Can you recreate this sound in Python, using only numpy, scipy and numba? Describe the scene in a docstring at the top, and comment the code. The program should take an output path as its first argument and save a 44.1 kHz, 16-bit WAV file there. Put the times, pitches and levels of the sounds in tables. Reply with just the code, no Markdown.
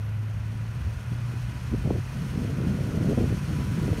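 """A pickup truck creeps closer over beach sand, with water hissing behind it.
From the start its exhaust hums, its tyres crunch and its engine bay rushes and rings faintly,
while wind rumbles on the microphone and a thin, high sizzle fades away. The hum slowly rises in
pitch as the engine speeds up. In the second half the gusts grow louder and brighter, and the
crunch and rush of the truck are strongest near the end."""
import sys
import numpy as np
from scipy import signal
from scipy.fft import rfft, irfft
from scipy.io import wavfile
from scipy.ndimage import uniform_filter1d
from numba import njit

SR = 44100
rng = np.random.default_rng(int(sys.argv[2]) if len(sys.argv) > 2 else 0)


def output_pcm(signal):
    """Save a mono or channel-first signal as 16-bit PCM at the path in sys.argv[1].

    Samples are clipped to [-1, 1] before scaling.
    """
    pcm = np.clip(np.atleast_2d(signal).T, -1, 1) * 32767
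    wavfile.write(sys.argv[1], SR, np.round(pcm).astype(np.int16))


N = 176400
T = np.arange(N) / SR

# Levels in these tables are relative: the functions below set the final loudness.
# tone colour of the water along the shore: (frequency [Hz], level [dB])
WATER_SPECTRUM = [(100, -40), (500, 9), (1500, 1), (3000, -2), (7000, -45), (15000, -23)]
# strength of the gusts: (time [s], level [dB])
GUST_LEVELS = [(0, -57), (.88, -46.5), (1.06, -70), (1.13, -41), (1.22, -51), (1.34, -43), (1.5, -53),
               (1.69, -63), (1.725, -29), (1.748, -37), (1.78, -43), (1.83, -37), (1.86, -29.5),
               (1.955, -30), (1.99, -34.5), (2.03, -53), (2.19, -42.5), (2.45, -32), (2.62, -33.5),
               (2.88, -32), (3.02, -30.5), (3.11, -24), (3.158, -35), (3.185, -23.5), (3.24, -25.5),
               (3.29, -36), (3.34, -29), (3.41, -55), (3.57, -46), (3.78, -37), (3.84, -30.5),
               (3.92, -28.5), (4, -30.5)]
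# loudness of the deep wind rumble: (time [s], level [dB])
RUMBLE_LEVELS = [(0, -37.5), (.25, -46.5), (.35, -39.5), (.72, -39), (.87, -30.5), (1.03, -39),
                 (1.65, -35.5), (1.97, -33.5), (2.06, -39.5), (2.4, -38.5), (3.1, -43), (3.25, -30),
                 (3.42, -40.5), (3.53, -28.5), (3.78, -35.5), (3.9, -28.5), (4, -49)]
# tone colour of that rumble: (frequency [Hz], level [dB])
RUMBLE_SPECTRUM = [(20, -38), (32, -36), (52, -7), (70, -5), (100, -4.5), (150, -8.5), (300, -71),
                   (1000, -92)]
# loudness of the wind's fluttering boom: (time [s], level [dB])
BOOM_LEVELS = [(0, -42.5), (1.0, -44.5), (1.6, -39), (1.69, -40.5), (1.735, -28), (1.82, -35.5),
               (2.08, -47.5), (2.2, -29.5), (2.32, -32.5), (2.67, -25.5), (2.705, -21.5), (2.77, -24.5),
               (2.88, -43), (2.96, -26), (3.16, -30), (3.235, -28), (3.33, -31), (3.43, -36), (3.56, -25.5),
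               (3.88, -27.5), (4, -45)]
# single sharp thumps of wind: (time [s], peak level [dB], frequency [Hz])
BUFFETS = [(0.878, -16.5, 108), (0.97, -18, 95), (1.121, -20, 154), (1.340, -28, 220), (1.73, -13.5, 165),
           (1.7394, -10.5, 198), (1.747, -14.5, 300), (1.855, -9, 131), (1.859, -23, 500),
           (1.878, -31, 242), (1.906, -15, 533), (1.910, -9, 320), (1.95, -21, 304), (1.984, -19, 101),
           (2.267, -20, 160), (2.377, -13, 168), (2.433, -24, 250), (2.586, -18.5, 305),
           (2.640, -18.5, 230), (2.671, -11.5, 169), (2.976, -10.5, 136), (3.017, -11.5, 175),
           (3.047, -19, 363), (3.088, -16, 220), (3.098, -9, 238), (3.131, -14.5, 372), (3.177, -9, 360),
           (3.216, -17.5, 350), (3.242, -10, 183), (3.327, -18.5, 368), (3.881, -17, 380),
           (3.891, -13.5, 222), (3.919, -10, 122), (3.931, -16, 400)]
# how near the truck is, given as loudness: (time [s], level [dB])
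NEARNESS = [(0, -59.5), (.6, -57.5), (1.1, -55), (2.2, -53), (3, -51.5), (3.5, -51), (4, -49)]
# echoes off the truck's body and the ground: (starting delay [s], level [dB])
ECHOES = [(.0051, -21.5), (.0094, -15)]
# tone colour of the sand under the tyres: (frequency [Hz], level [dB])
SAND_SPECTRUM = [(1500, -20), (3000, 6), (3800, -2), (4100, 1.5), (4500, 2), (4850, -3), (5350, 1),
                 (6500, -0.5), (7300, -6.5), (8000, -6), (9400, -2), (10000, -6), (10400, -11), (11200, -7),
                 (12300, -7.5), (13300, -11.5), (15600, -20)]
# small swells in the sand's hiss: (time [s], added level [dB])
SAND_SWELLS = [(0, -1.5), (1.67, -1.2), (2.06, -1.5), (2.17, 0), (2.36, -0.7), (2.57, -2), (3.3, -0.5),
               (3.52, -0.5), (4, -2)]
# tone colour of the rushing fan and belts: (frequency [Hz], level [dB])
FAN_SPECTRUM = [(300, 1), (800, 0), (1300, 4.5), (1750, 2), (2050, 2.5), (2270, -2), (2520, 3),
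                (3100, -14.5), (3800, -14.5), (5000, -21), (9000, -48)]
# narrow bands where the engine bay rings: (frequency [Hz], width [Hz], level [dB])
BAY_RINGS = [(995, 45, -61), (1470, 84, -59.5)]
# two faint whines from the engine bay: (time [s], pitch [Hz], level [dB])
LOW_WHINE = [(0, 990, -61), (.9, 985, -68), (1.5, 980, -57), (3.4, 984, -79), (3.62, 991, -49.5),
             (4, 956, -55)]
HIGH_WHINE = [(0, 1446, -61), (.6, 1450, -77), (.95, 1430, -55.5), (1.86, 1467, -61.5), (2.45, 1440, -69),
              (2.72, 1433, -50.5), (2.84, 1455, -56), (2.97, 1420, -51.5), (3.28, 1422, -58),
              (3.55, 1430, -65), (4, 1430, -61)]
# engine speed and loudness of its hum: (time [s], firing rate [Hz], level [dB])
ENGINE = [(0, 105.5, -29.5), (.36, 107, -26), (.6, 110.5, -28.5), (.85, 114, -34.5), (.96, 115, -48),
          (1.12, 117, -26.5), (1.3, 118.5, -35), (1.75, 122.5, -33.5), (2.1, 129, -40), (2.6, 133, -32.5),
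          (2.97, 137, -32.5), (3.15, 138, -33), (3.55, 139.5, -33.5), (4, 140, -37)]
# tones that make up the hum: (frequency [times the firing rate], level [dB])
EXHAUST_TONES = [(1, 4), (1.252, -16), (1.5, -15.5), (1.752, -27), (2.002, -32)]


def from_db(db):
    """Turn decibels into a number to multiply a sound by."""
    return 10 ** (np.asarray(db) / 20)


def rms_one(x):
    """Scale a sound so that its average strength (rms) is 1."""
    return x / np.sqrt(np.mean(x ** 2) + 1e-20)


def evened(x, size):
    """Hold the strength near 1 over stretches of `size` samples."""
    power = uniform_filter1d(uniform_filter1d(x ** 2, size), size)
    return x / np.sqrt(power + 1e-20)


def in_time(rows):
    """Join a table's points with straight lines, giving each column a value at every sample."""
    times, *columns = np.transpose(rows)
    return [np.interp(T, times, column) for column in columns]


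def noise():
    """Plain, even hiss (white noise)."""
    return rng.standard_normal(N)


def drift(hz):
    """A smooth random wobble of typical size 1; higher hz makes it quicker."""
    hop, warm_up = 40, 2000   # in samples, in hops
    memory = np.exp(-2 * np.pi * hop * hz / SR)
    kicks = rng.standard_normal(N // hop + warm_up + 2)
    slow = signal.lfilter([1], [1, -2 * memory, memory ** 2], kicks)[warm_up:]
    return np.interp(np.arange(N) / hop, np.arange(len(slow)), rms_one(slow))


def coloured(x, spectrum):
    """Give a sound the tone colour in a table, at strength 1."""
    hz, db = np.transpose(spectrum)
    bins_hz = np.arange(N // 2 + 1) * SR / N + 1
    gains = from_db(np.interp(np.log(bins_hz), np.log(hz), db))
    return rms_one(irfft(rfft(x) * gains, N))


def resonance(x, hz, width_hz):
    """Make a sound ring around one frequency, at strength 1."""
    r = np.exp(-np.pi * width_hz / SR)
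    return rms_one(signal.lfilter([1, 0, -1], [1, -2 * r * np.cos(2 * np.pi * hz / SR), r * r], x))


def passed(x, side, hz, order):
    """Keep the "low" or "high" side of hz; a higher order cuts more steeply."""
    return signal.sosfilt(signal.butter(order, hz, side, fs=SR, output="sos"), x)


@njit
def moving_lowpass(x, step, damping):
    """Dull a sound by a changing amount: a bigger step lets more treble through."""
    out, low, band = np.zeros(len(x)), 0., 0.
    for i in range(len(x)):
        band += step[i] * (x[i] - low - damping * band)
        low += step[i] * band
        out[i] = low
    return out


def water():
    """Small waves wash the shore with a smooth, gently wavering hiss."""
    return from_db(-54.5 + drift(hz=6)) * coloured(noise(), WATER_SPECTRUM)


def sizzle():
    """A thin, high hiss that fades out at the start."""
    hz, width_hz, fade_db_per_s = 11450, 700, 22
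    band = resonance(resonance(noise(), hz, width_hz), hz, width_hz)
    return from_db(-69 - fade_db_per_s * T) * band


def wind_gusts():
    """Swirls of air hit the microphone over a deep rumble; stronger wind is louder and brighter."""
    gust_db, = in_time(GUST_LEVELS)
    force_db = gust_db - gust_db.mean() + 2.26 * drift(hz=59)
    tuning_hz = np.clip(240 * from_db(0.5 * force_db), 60, 900)   # swirls shrink as the wind rises
    step, damping = 2 * np.pi * tuning_hz / SR, 4.43
    lumpy_flow = noise() * from_db(2 * drift(hz=160))
    swirls = moving_lowpass(moving_lowpass(lumpy_flow, step, damping), step, damping)
    swirls = passed(swirls, "high", hz=98.6, order=2)
    swirls = passed(swirls, "low", hz=697, order=6)   # the smallest swirls set this limit
    gusts = from_db(-36.5 + 0.84 * force_db) * evened(swirls, size=900)
    rumble_db, = in_time(RUMBLE_LEVELS)
    return gusts + from_db(5.5 + rumble_db) * coloured(noise(), RUMBLE_SPECTRUM)


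def wind_boom():
    """Wind makes the microphone's opening ring with a broad, fluttering boom."""
    hz, width_hz, flutter_db = 153.3, 101.7, 3.5
    level_db, = in_time(BOOM_LEVELS)
    boom = resonance(resonance(noise(), hz, width_hz), hz, width_hz)
    return from_db(level_db + flutter_db * drift(hz=15.7)) * evened(boom, size=1500)


def wind_buffets():
    """Single swirls hit the microphone: each is one short push with a dip before and after."""
    thumps = np.zeros(N)
    for time, db, hz in BUFFETS:
        gap_squared = np.minimum((np.pi * hz * (T - time)) ** 2, 50)
        thumps += from_db(db) * (1 - 2 * gap_squared) * np.exp(-gap_squared)
    return thumps


def with_echoes(x):
    """Add short echoes off the body and the ground; their detours lengthen as the truck nears."""
    stretch = 1 + 0.0121 * T
    return x + sum(from_db(db) * np.interp(T - delay * stretch, T, x) for delay, db in ECHOES)


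def tyres(near_db):
    """Clumps of sand crack over a fine hiss, louder and brighter as the truck nears."""
    grains_per_s, spread_db, grain_share = 3500, 1.5, 0.33
    sizes = from_db(spread_db * np.minimum(rng.exponential(1, N), 5)) * rng.choice([-1, 1], N)
    cracks = rng.random(N) < grains_per_s * from_db(2 * drift(hz=22)) / SR
    crunch = np.sqrt(grain_share) * rms_one(sizes * cracks)
    hiss = np.sqrt(1 - grain_share) * noise()
    sand = coloured(crunch + hiss, SAND_SPECTRUM)
    dull = passed(sand, "low", hz=7000, order=1)
    treble = (sand - dull) * from_db(0.33 * near_db)
    swell_db, = in_time(SAND_SWELLS)
    crumble_db = 0.9 * drift(hz=38)   # the crust gives way unevenly
    return from_db(-53 + near_db + swell_db + crumble_db) * (dull + treble)


def engine_bay(firings, near_db):
    """The fan and belts rush and the bay rings, all throbbing each time the engine fires."""
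    throb = 1 + 0.13 * np.cos(2 * np.pi * firings)
    rush = from_db(-49) * coloured(throb * noise(), FAN_SPECTRUM)
    rings = sum(from_db(db) * resonance(throb * noise(), hz, width) for hz, width, db in BAY_RINGS)
    return (rush + rings) * from_db(0.8 * near_db)


def whines():
    """Two thin tones from the engine bay come and go and wander in pitch."""
    tones = np.zeros(N)
    for hz, db in (in_time(LOW_WHINE), in_time(HIGH_WHINE)):
        pitch_hz = hz + 5.5 * drift(hz=15.2)
        tones += from_db(db) * np.sin(2 * np.pi * np.cumsum(pitch_hz) / SR)
    return tones


def exhaust(firings, hum_db):
    """The engine's firings blend into one strong tone; uneven cylinders add weaker ones."""
    hum = np.zeros(N)
    for multiple, db in EXHAUST_TONES:
        wavering = from_db(db - 2.5 * drift(hz=1.17))
        hum += wavering * np.sin(2 * np.pi * (multiple * firings + rng.random()))
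    flutter_db = 0.3 * drift(hz=42)   # the hum trembles in the moving air
    return from_db(hum_db - flutter_db) * rms_one(hum)


def scene():
    """Shore, wind and truck, heard at one microphone."""
    firing_hz, hum_db = in_time(ENGINE)
    unsteady_hz = firing_hz * (1 + 0.0024 * drift(hz=2.64))
    firings = np.cumsum(unsteady_hz) / SR   # how many times the engine has fired so far
    near_db, = in_time(NEARNESS)
    near_db -= near_db.mean()
    wind = wind_gusts() + wind_boom() + wind_buffets()
    wind = 0.27 * np.tanh(wind / 0.38)   # the microphone's opening softly squashes big peaks
    truck = exhaust(firings, hum_db) + whines()
    truck += with_echoes(engine_bay(firings, near_db) + tyres(near_db))
    return (water() + sizzle() + wind + truck)[None]


def record(dry):
    """Soften the deepest bass and cut off the highest treble."""
    thinned = passed(dry, "high", hz=28, order=3)
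    top_hz = 15700
    return signal.sosfilt(signal.ellip(12, .2, 80, top_hz, fs=SR, output="sos"), thinned)


dry = scene()
out = record(dry)
output_pcm(out)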